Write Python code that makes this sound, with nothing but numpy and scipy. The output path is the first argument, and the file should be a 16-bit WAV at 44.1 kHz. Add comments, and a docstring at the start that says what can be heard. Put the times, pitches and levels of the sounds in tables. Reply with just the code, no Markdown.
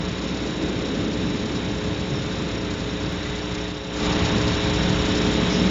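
"""Nest-box camera microphone

Two owls sit silently in front of it. Mains buzz from the power supply, amplifier hiss and a fluttering treble
lie over a dull, wandering rumble of air in the hollow, with faint rustles, peeps and bumps. The sound skips
once with a tick; near four seconds it all sags, then comes up louder."""
import sys
import numpy as np
from scipy import signal
from scipy.fft import rfft, irfft
from scipy.io import wavfile

SR = 44100
rng = np.random.default_rng(int(sys.argv[2]) if len(sys.argv) > 2 else 0)


def persist_wave(psi):
    """Save psi, clipped to +-1, as 16-bit WAV."""
    counts = np.round(np.clip(psi, -1, 1) * 32767).astype(np.int16)
    wavfile.write(sys.argv[1], SR, np.atleast_2d(counts).T)


N = 251370
T = np.arange(N) / SR
BINS = np.fft.rfftfreq(N, 1 / SR)

SKIP_AT_S, SKIP_LENGTH_S = 3.124, 0.0232
RISE_AT_S, RISE_LENGTH_S = 3.894, 0.15


def gain_of(db):
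    """Decibels to amplitude."""
    return 10 ** (np.asarray(db) / 20)


def ramp(start_s, length_s):
    """Goes evenly from 0 to 1 and stays there."""
    return np.clip((T - start_s) / length_s, 0, 1)


def bell(crest_s, half_width_s):
    """A smooth swell that peaks at 1."""
    return np.exp(-((T - crest_s) / half_width_s) ** 2)


def noise(shape):
    """Noise of rms 1 with the given magnitude spectrum."""
    x = irfft(rfft(rng.standard_normal(N)) * shape, N)
    return x / x.std()


def coloured(points):
    """Noise whose spectrum joins (Hz, relative dB) points and ends at the last one."""
    hz, db = np.transpose(points)
    curve_db = np.interp(np.log(BINS + 1), np.log(hz + 1), db)
    return noise(gain_of(curve_db) * (BINS < hz[-1]))


def band(hz, width_hz, db):
    """Noise in one steep-sided resonance."""
    return gain_of(db) * noise(1 / (1 + ((BINS - hz) / width_hz) ** 2) ** 2)


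def drift(rate_hz):
    """Random wandering of rms 1, mostly slower than rate_hz."""
    return noise(1 / (1 + (BINS / rate_hz) ** 4) * (BINS > 1))


def lowpass(x, hz):
    """Steep low-pass of every channel."""
    taps = signal.firwin(601, hz, window=("kaiser", 9), fs=SR)
    return signal.oaconvolve(x, taps[None], "same")


def blips(rows, wander_hz, rough_db):
    """Brief, unsteady tones that barely rise out of the noise."""
    wander_turns = np.cumsum(wander_hz * drift(rate_hz=47)) / SR
    tones = np.zeros(N)
    for crest_s, hz, length_s, db in rows:
        swell = np.cos(np.pi * np.clip((T - crest_s) / length_s, -0.5, 0.5))
        tones += gain_of(db) * swell * np.sin(2 * np.pi * (hz * T + wander_turns))
    return np.sqrt(2) * tones * gain_of(rough_db * drift(rate_hz=110))


def peeps():
    """Faint, grainy peeps in the hiss."""
    # Each row: crest in seconds, pitch in Hz, length in seconds, level in dB.
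    notes = [(0.283, 5420, 0.045, -45), (1.285, 5400, .1, -48), (2.175, 5330, 0.06, -47),
             (3.263, 1975, 0.03, -38.5), (5.183, 5330, 0.026, -42), (5.6, 5320, 0.029, -43)]
    return blips(notes, wander_hz=28, rough_db=4)


def bumps():
    """Soft, low bumps in the rumble."""
    # Each row: crest in seconds, pitch in Hz, length in seconds, level in dB.
    notes = [(0.63, 343.5, 0.11, -30.5), (2.138, 121.7, 0.062, -25), (4.45, 72, 0.07, -29),
             (5.63, 190, 0.11, -27.5)]
    return blips(notes, wander_hz=11.5, rough_db=0)


def rustles_and_hiss_swell():
    """The short bands rustle; in the long one, hiss swells slowly around 3 kHz after the step up."""
    # Each row: crest and half width in seconds, centre and width in Hz, level in dB.
    noise_bands = [(3.33, 0.078, 2200, 887, -42), (3.58, 0.049, 1990, 900, -42),
                   (4.201, 0.26, 943, 400, -42.5), (4.25, 0.16, 2500, 1518, -45),
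                   (5.3, 0.8, 3250, 650, -45.5), (5.535, 0.035, 5400, 850, -40)]
    return sum(band(hz, width_hz, db) * bell(crest_s, half_width_s)
               for crest_s, half_width_s, hz, width_hz, db in noise_bands)


def rumble(spectrum, swells, rest_db, wander_db, wander_rate_hz):
    """One layer of air noise, swelling slowly and wavering a little."""
    swell_db = sum(db * bell(crest_s, half_width_s) for crest_s, half_width_s, db in swells)
    return coloured(spectrum) * gain_of(rest_db + swell_db + wander_db * drift(wander_rate_hz))


def hollow_air():
    """Dull air noise swells in the hollow, over a deeper rumble."""
    # Tone of each layer. Each row: frequency in Hz, relative level in dB.
    dull_spectrum = [(20, -34), (80, -10.5), (130, -5), (190, 1.5), (245, -3), (285, -0.5), (345, -3.5),
                     (390, -6), (470, -7), (600, -15), (900, -33.5), (2000, -48)]
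    deep_spectrum = [(8, -24), (25, -18), (50, -8), (75, -3.5), (105, 1), (140, -4.5), (220, -16),
                     (500, -46)]
    # Swells of each layer. Each row: crest in seconds, half width in seconds, rise in dB.
    dull_swells = [(0.98, 0.82, 8), (2.5, 0.63, 5), (5.65, 0.6, 4.5)]
    deep_swells = [(2.05, 1, 3), (4.36, 0.2, 4.5), (4.87, 0.32, 5.5)]
    dull = rumble(dull_spectrum, dull_swells, rest_db=-35.5, wander_db=0.15, wander_rate_hz=9.3)
    deep = rumble(deep_spectrum, deep_swells, rest_db=-37, wander_db=-0.4, wander_rate_hz=4)
    return dull + deep


def drone():
    """A broad resonance wanders through the rumble: low noise shifted up to a gliding centre."""
    # Each row: time in seconds, centre in Hz, level in dB.
    path = [(0, 139.6, -31.5), (0.38, 260, -39.5), (.8, 335, -35), (1.1, 225, -32), (1.449, 245.1, -34),
            (1.901, 134.4, -33), (2.4, 170.1, -37.5), (2.85, 200, -34.5), (3.3, 125, -36.5),
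            (3.8, 160, -46), (4.379, 195, -34.5), (4.56, 205, -44), (4.72, 190, -37), (4.999, 200, -39),
            (5.298, 205, -34.5), (5.7, 221.1, -31.5)]
    times, hz, db = np.transpose(path)
    half_width_hz = 69
    carrier = np.exp(2j * np.pi * np.cumsum(np.interp(T, times, hz)) / SR)
    low_noise = drift(half_width_hz) + 1j * drift(half_width_hz)
    return (carrier * low_noise).real * gain_of(np.interp(T, times, db))


def amplifier_hiss():
    """Even amplifier noise up to about 4 kHz."""
    # Each row: frequency in Hz, relative level in dB.
    spectrum = [(20, -10), (150, 2.5), (700, 1.5), (1300, 0.33), (2200, -1.1), (3450, -1.8), (3650, 2),
                (3800, 2.5), (3995, 1.4), (4015, -17), (4400, -38)]
    return coloured(spectrum) * gain_of(-34 + 0.25 * drift(rate_hz=20))


def treble_flutter(clock):
    """The treble above 4 kHz flutters quickly and unevenly, and a narrow sizzle wavers in it."""
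    # Each row: frequency in Hz, relative level in dB.
    spectrum = [(3970, -40.5), (4005, 2.5), (4300, 0.7), (4750, -3), (5150, -1.1), (5650, -4.5), (6000, -6),
                (6340, -7.8), (6385, -3.5), (7270, -3.5), (7325, -28), (7700, -33.5), (8000, -37)]
    flutter_hz = 31.25
    flutter_db = -1.9 * np.sin(2 * np.pi * flutter_hz * clock) + 0.98 * drift(rate_hz=84)
    fizz = coloured(spectrum) * gain_of(-44.5 + 1.46 * drift(rate_hz=30))
    sizzle = band(hz=5497, width_hz=280, db=-50.5) * gain_of(2 * drift(rate_hz=31))
    return (fizz + sizzle) * gain_of(flutter_db)


def mains_buzz(clock):
    """The power supply draws a short pulse of current at each mains crest, plus and minus by turns."""
    # Odd harmonics. Each row: multiple of the mains frequency, level in dB.
    harmonics = [(1, -39), (3, -38.5), (5, -36.5), (7, -38), (9, -44), (11, -50.5), (13, -58), (15, -52.5),
                 (17, -55), (19, -63.5), (23, -61.5), (25, -61.5), (27, -63.5), (29, -64), (31, -65),
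                 (33, -66), (35, -63)]
    # The buzz brightens slightly as the level steps up. Each entry: multiple, change in dB.
    brightening_db = {3: 1, 5: -0.7, 11: 2.2, 13: 1.7, 15: 1.5}
    mains_hz, first_pulse_s, pulse_share = 59.98, 0.0147, 0.083
    turns = mains_hz * (clock - first_pulse_s)
    risen = ramp(RISE_AT_S, RISE_LENGTH_S)
    buzz = np.zeros(N)
    for k, db in harmonics:
        gain = gain_of(db + brightening_db.get(k, 0) * risen)
        polarity = np.sign(np.sinc(k * pulse_share))  # a square-edged pulse flips sign lobe by lobe
        buzz += gain * polarity * np.cos(2 * np.pi * k * turns)
    return np.sqrt(2) * buzz * gain_of(0.7 * drift(rate_hz=11))


def overall_level():
    """Gain on top of every source's own level: steady, a brief sag, then a step up that holds."""
    sag_db, final_db = -2.5, 6
    sag = sag_db * ramp(start_s=3.645, length_s=0.11)
    rise = (final_db - sag_db) * ramp(RISE_AT_S, RISE_LENGTH_S)
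    return gain_of(sag + rise)


def scene():
    """All sources ride one level in mono; at the skip, buzz and flutter jump ahead in their cycles."""
    clock = T + SKIP_LENGTH_S * (T > SKIP_AT_S)
    background = peeps() + bumps() + rustles_and_hiss_swell() + hollow_air() + drone()
    electronics = amplifier_hiss() + treble_flutter(clock) + mains_buzz(clock)
    return ((background + electronics) * overall_level())[None]


def record(dry):
    """The camera's narrow audio band; the skip leaves a tiny tick that reaches above it."""
    narrow = lowpass(dry, hz=8000)
    tick = gain_of(-31) * (np.arange(N) == round(SKIP_AT_S * SR))
    return lowpass(narrow + tick, hz=16000)


dry = scene()
out = record(dry)
persist_wave(out)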